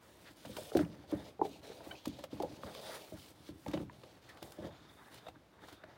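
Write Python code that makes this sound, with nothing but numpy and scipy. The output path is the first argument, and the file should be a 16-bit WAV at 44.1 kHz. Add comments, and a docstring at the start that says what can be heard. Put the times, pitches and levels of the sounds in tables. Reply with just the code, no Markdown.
"""Large stiff sheets of a paper pad are lifted, folded back and smoothed on a table, close by in a small room.
First sheet slides on sheet with a soft friction noise. Near 0.75 s the paper buckles: bending waves make
the loudest hollow knock, edges snap and the sheet flutters. More knocks and brief stick-slip chirps
follow, then a firm slide near 2.8 s and another cluster of knocks near 3.7 s. From 4.3 s a hand or
sleeve brushes the paper smooth, among lighter knocks and ticks."""
import sys
import numpy as np
from scipy import signal
from scipy.fft import rfft, irfft, next_fast_len
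from scipy.io import wavfile
from scipy.ndimage import uniform_filter1d, map_coordinates

SR = 44100
rng = np.random.default_rng(int(sys.argv[2]) if len(sys.argv) > 2 else 0)


def digitize_waveform(pressure):
    """Quantize a signal to 16-bit integers and store it at the path in sys.argv[1].

    Rows of a 2-D input are taken as channels; values are limited to [-1, 1].
    """
    field = np.atleast_2d(pressure).T
    bounded = np.clip(field, -1, 1)
    quanta = np.round(bounded * 32767).astype(np.int16)
    wavfile.write(sys.argv[1], SR, quanta)


N = 263541


def amp(db):
    """Decibels to amplitude ratio."""
    return 10 ** (np.asarray(db) / 20)


def unit(x):
    """Normalisation to rms 1."""
    return x / np.sqrt(np.mean(x ** 2) + 1e-20)


def along(points, hz):
    """Interpolation of (Hz, value) points on a logarithmic frequency axis."""
    f, v = np.transpose(points)
    return np.interp(np.log(hz + 1), np.log(f + 1), v)


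def wobble(rate):
    """Slow random modulation: a spline through `rate` knots a second."""
    knots = rng.standard_normal(int(N * rate / SR) + 4)
    return map_coordinates(knots, [np.arange(N) * rate / SR])


def filtered(x, response):
    """Linear filtering: the spectrum of x times a frequency response."""
    size = next_fast_len(len(x) + 8192)
    return irfft(rfft(x, size) * response(np.fft.rfftfreq(size, 1 / SR)), size)[:len(x)]


def coloured(x, spectrum):
    """Spectral shaping by (Hz, dB) points, at rms 1."""
    return unit(filtered(x, lambda hz: amp(along(spectrum, hz))))


def add(track, start_s, sound):
    """Superposition: a sound joins the track at its start time."""
    start = max(round(start_s * SR), 0)
    part = track[start:start + len(sound)]
    part += sound[:len(part)]


# The still room's spectrum. Each row: frequency in Hz, relative density in dB.
HUSH_SPECTRUM = [(30, -25), (60, -1.5), (100, -2.5), (200, -8.5), (310, -6.5), (600, -7.5), (1500, -17),
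                 (4000, -23), (8000, -33), (15500, -35.5)]
def room_tone():
    """Stationary noise: the steady hush of room and microphone."""
    return amp(-66) * coloured(rng.standard_normal(N), HUSH_SPECTRUM)


# The room's decay. Each row: frequency in Hz, time to fall 60 dB in seconds.
ROOM_DECAY = [(100, 0.89), (300, 0.14), (1000, 0.12), (4000, 0.067), (12000, 0.079)]
def reverberation(x):
    """Reflections arrive after a short delay and decay exponentially, the treble first."""
    hz, t, bands = signal.stft(rng.standard_normal(SR // 2), SR, nperseg=256)
    tail = signal.istft(bands * amp(-60 * t / along(ROOM_DECAY, hz)[:, None]), SR, nperseg=256)[1]
    delayed = np.pad(x, (round(0.0065 * SR), 0))
    return signal.fftconvolve(delayed, tail / np.linalg.norm(tail))[:N]


def drifting(x, depth_db):
    """Radiation efficiency: as the sheet bends, the bands it radiates best keep shifting."""
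    bands = signal.stft(x, nperseg=512)[2]
    field = rng.standard_normal(bands.shape)
    for _ in range(2):
        field = uniform_filter1d(uniform_filter1d(field, size=4, axis=0), size=16, axis=1)
    return signal.istft(bands * amp(depth_db * unit(field)), nperseg=512)[1][:N]


def friction(spectrum, catches_per_s, grain_db, uneven_db):
    """Friction noise: fibres rub finely and catch at random, under uneven pressure."""
    grains = (rng.random(N) < catches_per_s / SR) * rng.standard_normal(N)
    force = drifting(rng.standard_normal(N) + amp(grain_db) * unit(grains), depth_db=1.53)
    pressure = amp(uneven_db * (wobble(25) + wobble(110)))
    return unit(coloured(force, spectrum) * pressure)


def strokes(rows, attack_s, t60_s):
    """Incoherent addition: stroke envelopes rise, hold and die, and overlaps sum in power."""
    power = np.zeros(N)
    for start, length, db, growth_db in rows:
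        t = np.arange(round((length + t60_s) * SR)) / SR
        held_db = db + growth_db * (np.minimum(t / length, 1) - .5)
        fall_db = 60 * np.maximum(t - length, 0) / t60_s
        add(power, start, (np.minimum(t / attack_s, 1) * amp(held_db - fall_db)) ** 2)
    return np.sqrt(power)


# Sheet slides on sheet. Each row: start and length in seconds, rubbing level in dB, growth over the
# stroke in dB, then hiss, brushing and scraping in dB relative to the rubbing.
SLIDE_STROKES = [(-0.007, 0.32, -70, 2.5, 0.5, 3, -2), (0.343, 0.23, -63.5, 7, -1.5, -2, -1.5),
                 (0.55, 0.15, -58, -6.5, 0.5, -7, 0), (0.705, 0.11, -59.5, 3, -1.5, -13, 9),
                 (0.828, 0.22, -70, -5, -9, 0, 8.5), (1.069, 0.23, -63, -3, -6, 0, 6.5),
                 (1.419, 0.17, -63, -7, -6, -7.5, 5), (1.613, 0.19, -62.5, -5.5, -5.5, -2.5, 8.5),
                 (1.814, 0.11, -62, 2.5, -2, 2, 9.5), (1.934, 0.3, -64.5, 4.5, -10, -7, 3),
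                 (2.295, 0.35, -64, -1.5, -8, -1.5, 4.5), (2.609, 0.22, -59, 1.5, -4.5, -2, 6.5),
                 (2.807, 0.15, -54, 5, -3.5, -1.5, 0), (2.944, 0.2, -61, -7.5, -3, -5, 1.5),
                 (3.15, 0.16, -63.5, -1, 0, -3, -6), (3.322, 0.17, -68.5, 12, -4.5, -4.5, -8.5),
                 (3.514, 0.16, -74.5, 6, 2.5, 0, -7), (3.649, 0.17, -65.5, 1, -3.5, 2, 8.5),
                 (3.899, 0.28, -71, 0.5, -5, 0.5, 2.5), (4.203, 0.21, -67, 1, -9, 1.5, -2),
                 (4.412, 0.16, -65.5, -10, -1, 0, 6.5), (4.552, 0.12, -67.5, 8, -7.5, 2, 13.5),
                 (4.695, 0.18, -69, -2.5, -18, -2, -8), (4.869, 0.25, -75, -2, 3, 5, -7),
                 (5.105, 0.074, -60, -3, -4.5, -5, -2.5), (5.203, 0.085, -72.5, 0, -3, 6, 8),
                 (5.599, 0.15, -67.5, 0.5, -4.5, -4, -1.5), (5.865, 0.089, -72.5, -6, -18, 11, 10.5)]
def slide_envelopes():
    """Amplitude modulation: one motion drives the rubbing, hiss, brushing and scraping."""
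    start, length, db, growth_db, *relative_dbs = np.transpose(SLIDE_STROKES)
    return [strokes(zip(start, length, db + relative_db, growth_db), attack_s=0.034, t60_s=0.17)
            for relative_db in (0, *relative_dbs)]


# Spectra of paper on paper. Each row: frequency in Hz, relative density in dB.
SCRAPE_SPECTRUM = [(250, -17), (400, 2), (520, 4.5), (610, 5), (720, 0), (860, -1.5), (1100, -15),
                   (1700, -44)]
RUB_SPECTRUM = [(1500, -31), (2200, 1), (2600, 0), (3100, 3.5), (4000, 3), (4700, 0.5), (6000, -4.5),
                (10000, -19)]
HISS_SPECTRUM = [(2000, -35), (4500, -9), (6500, -7.5), (9500, -3), (12000, -9.5), (15500, -5.5)]
def sliding_sheets(rub_gain, hiss_gain, scrape_gain):
    """Sliding friction in three bands: a hollow scrape, a bright rub and a fine hiss."""
    scrape = scrape_gain * friction(SCRAPE_SPECTRUM, catches_per_s=150, grain_db=-9.5, uneven_db=2.24)
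    rub = rub_gain * friction(RUB_SPECTRUM, catches_per_s=410, grain_db=-6, uneven_db=1.6)
    hiss = hiss_gain * friction(HISS_SPECTRUM, catches_per_s=410, grain_db=-5, uneven_db=0.8)
    return scrape + rub + hiss


# Spectra of brushed paper and its singing band. Each row: frequency in Hz, relative density in dB.
BRUSH_SPECTRUM = [(600, 1.5), (950, 4), (1150, 3.5), (1500, 3), (1950, 0.5), (2500, -11), (4000, -45)]
SING_SPECTRUM = [(2900, -33), (3450, -2.5), (3720, 3), (3950, -16), (4700, -30)]
# A hand or sleeve wipes the paper. Each row: start and length in seconds, brushing level in dB,
# singing band in dB relative to the brushing.
WIPE_STROKES = [(0.0, 0.032, -69, -17), (0.754, 0.081, -54.5, -16), (1.094, 0.046, -55.5, -25),
                (4.274, 0.62, -70, -8), (4.7, 0.21, -70.5, -2.5), (4.952, 0.13, -63, -7),
                (5.1, 0.18, -65.5, -2), (5.336, 0.022, -63, -10), (5.52, 0.46, -63, -14),
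                (5.615, 0.028, -52.5, -4.5), (5.665, 0.027, -60.5, -16)]
def brushing(rub_gain, slide_brush_gain):
    """Friction of wipes and slides alike: a soft mid-band noise and a narrow band singing near 3.7 kHz."""
    brush_rows = [(start, length, db, 0) for start, length, db, _ in WIPE_STROKES]
    sing_rows = [(start, length, db + sing_db, 0) for start, length, db, sing_db in WIPE_STROKES]
    wipe, wipe_sing = (strokes(rows, attack_s=0.021, t60_s=0.12) for rows in (brush_rows, sing_rows))
    brush = friction(BRUSH_SPECTRUM, catches_per_s=230, grain_db=-12.5, uneven_db=2.1)
    sing = friction(SING_SPECTRUM, catches_per_s=540, grain_db=-4, uneven_db=4.0)
    return np.hypot(wipe, slide_brush_gain) * brush + np.hypot(wipe_sing, amp(-14) * rub_gain) * sing


# The swaying sheet's spectrum. Each row: frequency in Hz, relative density in dB.
FLUTTER_SPECTRUM = [(25, -45), (45, -7.5), (70, -3), (130, 2.5), (220, -4), (305, 5.5), (380, -5),
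                    (520, -25.5), (900, -52)]
def flutter(rub_gain):
    """Forced and free vibration: the sheet sways while it slides and after each knock."""
    firm_knock_db, firm_shake_db, limit_db = -30, -55.5, -65.5
    shakes = [(start, 0.03, firm_shake_db + 0.51 * (db - firm_knock_db), 0) for start, db, *_ in BUCKLES]
    shaken = strokes(shakes, attack_s=0.016, t60_s=0.75)
    sway = amp(limit_db) * np.tanh(rub_gain * amp(7 - limit_db))  # the hands restrain it
    rumble = friction(FLUTTER_SPECTRUM, catches_per_s=69, grain_db=0, uneven_db=0.86)
    return np.hypot(shaken, sway) * rumble


# Paper sticks and slips. Each row: start in seconds, level in dB, slip rate in Hz, length in seconds,
# roughness from 0 to 1.
STICK_SLIPS = [(0.24, -45, 1690, 0.075, 0.25), (0.845, -45, 2680, 0.012, 0.2), (1.279, -56, 2140, 0.023, 0),
               (1.908, -30.5, 771, 0.015, 0.03), (1.948, -43, 2500, 0.016, 0.07),
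               (4.278, -43.5, 1907, 0.044, 0.15)]
def chirps():
    """Stick-slip oscillation: regular slips make a harmonic chirp, irregular ones a rough scuff."""
    track = np.zeros(N)
    paper_response = [(700, -1), (1600, 6.5), (2400, 0), (3100, 8), (4300, -12.0), (5600, -8),
                      (7000, -48), (12000, -33)]  # Each pair: frequency in Hz, gain in dB.
    for start, db, slip_hz, length, roughness in STICK_SLIPS:
        count = round(length * SR)
        phase = 2 * np.pi * np.cumsum(slip_hz * (1 + roughness * wobble(1500)[:count])) / SR
        tone = sum(amp(along(paper_response, k * slip_hz)) * np.sin(k * phase) for k in range(1, 7))
        add(track, start, amp(db - 12.0) * unit(tone) * np.hanning(count))
    return track


# The spectrum of cracking fibres. Each row: frequency in Hz, relative density in dB.
CRACK_SPECTRUM = [(300, 5.5), (900, 12.5), (1700, 3), (2600, 3), (3700, 6), (6000, 0), (10000, -2.5),
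                  (16000, -3.5)]
# An edge or crease snaps. Each row: time in seconds, level in dB, treble tilt in dB, time to fall
# 60 dB in seconds.
EDGE_SNAPS = [(0.4523, -39, -12, .06), (0.5657, -31, -10, 0.057), (0.7516, -38, -15, 0.017),
              (0.7684, -25.5, -5.5, 0.03), (0.7926, -30, -30, .017), (1.1127, -43, -1, 0.026),
              (1.4485, -39.5, -14, 0.074), (2.0546, -29.5, -9, 0.026), (2.0773, -37, 0, 0.026),
              (2.1872, -44, -10, 0.055), (2.2374, -33, -13, 0.043), (2.3993, -38, -16, 0.018),
              (2.422, -35.5, -5, 0.028), (2.632, -41, -34, 0.022), (2.7477, -35, -12, 0.021),
              (3.662, -39.5, -30, 0.015), (3.6806, -32.5, -16, 0.02), (3.712, -41, -12, 0.026),
              (3.7334, -30, -24, 0.081), (3.773, -33, -44, .03), (4.0334, -43, -23, 0.037),
              (4.2885, -48, -5, 0.1), (4.371, -43.5, -17, 0.018), (4.4254, -35, -7, 0.025),
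              (4.5194, -39.5, -2, .02), (5.1415, -44, 3, 0.022), (5.2648, -42.5, -34, .04),
              (5.2831, -38, -18, 0.027), (5.683, -45, -9, 0.11), (5.7252, -42, -11, 0.043),
              (5.8376, -41.5, -28, .016)]
def snaps():
    """Sudden release: an edge slips free in a spray of fibre cracks that builds quickly and dies."""
    track, t = np.zeros(N), np.arange(SR // 6) / SR
    build_s, treble_share = .006, [(3000, 0.093), (10000, 1.0)]
    for time, db, tilt_db, t60 in EDGE_SNAPS:
        colour = lambda hz: amp(along(CRACK_SPECTRUM, hz) + (tilt_db + 5.0) * along(treble_share, hz))
        spray = unit(filtered(rng.standard_normal(len(t)), colour))
        envelope = np.minimum(t / build_s, 1) ** 2 * amp(-60 * np.maximum(t - build_s, 0) / t60)
        add(track, time - build_s / 2, amp(db - 9.5) * spray * envelope)
    return track


# The table top under the pad, with the held sheet's own line near 313 Hz. 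Each row: frequency in Hz, level in
# dB, time to fall 60 dB in seconds.
TABLE_MODES = [(126.8, -11.5, 0.29), (176.9, -1, 0.14), (204, -3, 0.19), (313.4, -10.5, 0.27)]
def table_ring(t):
    """Modal vibration: the table top and the sheet's strongest mode ring as a sum of damped sinusoids."""
    ring = sum(amp(db - 60 * t / t60) * np.sin(2 * np.pi * hz * t) for hz, db, t60 in TABLE_MODES)
    return ring * (1 - np.exp(-t / 0.01))


# The resonances a knock excites: low lines near 124 and 180 Hz from the table top, then the modes of the held
# sheet. Each row: frequency in Hz, bandwidth in Hz, gain in dB.
RING_MODES = [(124, 8.9, -21), (180, 61, 7.5), (294.6, 34, 5.5), (435, 160, 3.5), (615, 130, 7),
              (850, 190, -8.5)]
def hollow_ring(wave, t, t60_s=0.08):
    """Resonance: waves reflected between the sheet's edges excite its modes and the table's low lines."""
    bounces = rng.standard_normal(len(t)) * amp(-60 * t / t60_s) * (1 - np.exp(-t / 0.0023))
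    reflected = signal.fftconvolve(wave, bounces / np.linalg.norm(bounces))[:len(t)]
    response = lambda f: sum(amp(db) * 1j * f * width / (hz ** 2 - f ** 2 + 1j * f * width)
                             for hz, width, db in RING_MODES)
    return filtered(reflected, response)


def bending_wave(t, hz, swell_cycles, lag_cycles, sweep):
    """Dispersion: slow low waves arrive late, so the packet falls in pitch as it swells and dies."""
    cycles = np.maximum(hz * t - lag_cycles, 0)
    age = cycles / swell_cycles
    return age * np.exp(1 - age) * np.sin(2 * np.pi * (cycles + sweep * (1 - np.exp(-age))))


# A sheet buckles or is set down. Each row: time in seconds, level in dB, low and high wave frequencies
# in Hz, then relative levels in dB of the high wave, the bass and the edge's tick.
BUCKLES = [(0.451, -39.5, 554, 540, -13, -7, -2), (0.495, -42.5, 193, 503, -2, -3, -24),
           (0.568, -41.5, 420, 845, 1, -23, 1), (0.585, -42.5, 487, 605, 2, -27, -14),
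           (0.719, -38, 445, 567, -7, -23, -0.5), (0.752, -17, 328, 539, -8, -21, -15.5),
           (0.763, -21.5, 300, 710, -9.5, -28, -29), (0.792, -26.5, 310, 594, -10.5, -19, 0.5),
           (0.805, -25, 297, 606, -23, -20, -32), (0.824, -35, 179, 662, -14, -15, -30),
           (1.124, -28.5, 300, 580, -10.5, -23, -24), (1.134, -30, 305, 557, -13, -7, -35),
           (1.394, -36.5, 453, 800, -5, -9.5, -15), (1.416, -23, 354, 828, 2.5, -42, -35),
           (1.451, -33, 412, 727, -4.5, -35, -32), (1.7, -39.5, 415, 680, -13, -22, -15),
           (1.807, -47.5, 640, 894, -2, -30, -2), (1.868, -42.5, 296, 486, -8, -9, -14),
           (2.07, -31, 271.5, 540, -13.5, -10, -36), (2.188, -50, 300, 582, 3.5, -24, -10),
           (2.239, -43, 497, 547, -2, -20, -14), (2.328, -35, 292, 503, -15, -9, -32),
           (2.402, -31, 340, 815, -0.5, -18, -29), (2.411, -40.5, 298, 655, 3.5, -17, -26),
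           (2.434, -29, 496, 823, -5.5, -26, -28), (2.447, -35, 520, 760, -5, -37, -28),
           (2.635, -40, 206, 564, -3.5, -2, 10), (3.122, -41.5, 325, 605, -3.5, -3, -27),
           (3.489, -40, 313, 590, -14.5, -10, -12), (3.664, -38.5, 519, 827, 1, -3.5, -2),
           (3.682, -34, 286, 590, -22, -12, -24), (3.737, -28.5, 310, 535, -5, -17, -25),
           (3.745, -35.5, 176, 613, -4, -7, -20), (3.77, -36.5, 320, 657, -10, -15, -17),
           (3.802, -35.5, 297, 530, -12, -3, -8), (3.898, -55.5, 150, 980, 8, 0, 16),
           (4.036, -46.5, 380, 505, -6.5, -17, -25), (4.422, -44, 320, 557, -7, -7, -2),
           (4.586, -40.5, 314, 607, -5, -5, -16), (4.624, -42.5, 323, 520, 0.5, -3, -22),
           (4.647, -37, 314, 592, -12, -8.5, -19), (5.268, -54, 540, 675, 10.5, -6, 12),
           (5.285, -48, 502, 745, 1, -17, -7), (5.838, -52.5, 322, 620, 0.5, -6, 14.5)]
def knocks():
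    """Buckling launches bending waves, rings the sheet, pushes air from under it and shakes the table."""
    track, t = np.zeros(N), np.arange(SR // 3) / SR
    table = table_ring(t)
    air_puff = bending_wave(t, hz=65.2, swell_cycles=0.48, lag_cycles=0.89, sweep=0.46)
    for time, db, low_hz, high_hz, high_db, bass_db, edge_db in BUCKLES:
        low = bending_wave(t, low_hz, swell_cycles=1.016, lag_cycles=0.74, sweep=0.16)
        high = bending_wave(t, high_hz, swell_cycles=1.76, lag_cycles=0.047, sweep=0.1)
        tick_hz = 1420 * np.exp(0.16 * rng.standard_normal())
        tick = bending_wave(t, tick_hz, swell_cycles=1.0, lag_cycles=0.3, sweep=0.36)
        wave = low + amp(high_db + 0.5) * high + amp(edge_db - 6) * tick + amp(bass_db - 4) * air_puff
        knock = wave + amp(-11) * hollow_ring(wave, t) + amp(bass_db + 2) * table
        add(track, time - .0012, amp(db) * knock)
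    return track


def scene():
    """Superposition: knocks, snaps and chirps with their reverberation, over the rustle and the hush."""
    hits = knocks() + snaps() + chirps()
    reflections = amp(-15.5) * reverberation(hits)
    rub_gain, hiss_gain, brush_gain, scrape_gain = slide_envelopes()
    rustle = flutter(rub_gain) + sliding_sheets(rub_gain, hiss_gain, scrape_gain)
    rustle += brushing(rub_gain, brush_gain)
    return (hits + reflections + rustle + room_tone())[None]


def record(dry):
    """Band limiting: the microphone sheds the deepest bass and passes nothing above its upper limit."""
    low_cut_hz, top_hz = 46, 15870
    return filtered(dry[0], lambda hz: (hz < top_hz) * (1 - 1 / (1 + (hz / low_cut_hz) ** 8)))[None]


dry = scene()
out = record(dry)
digitize_waveform(out)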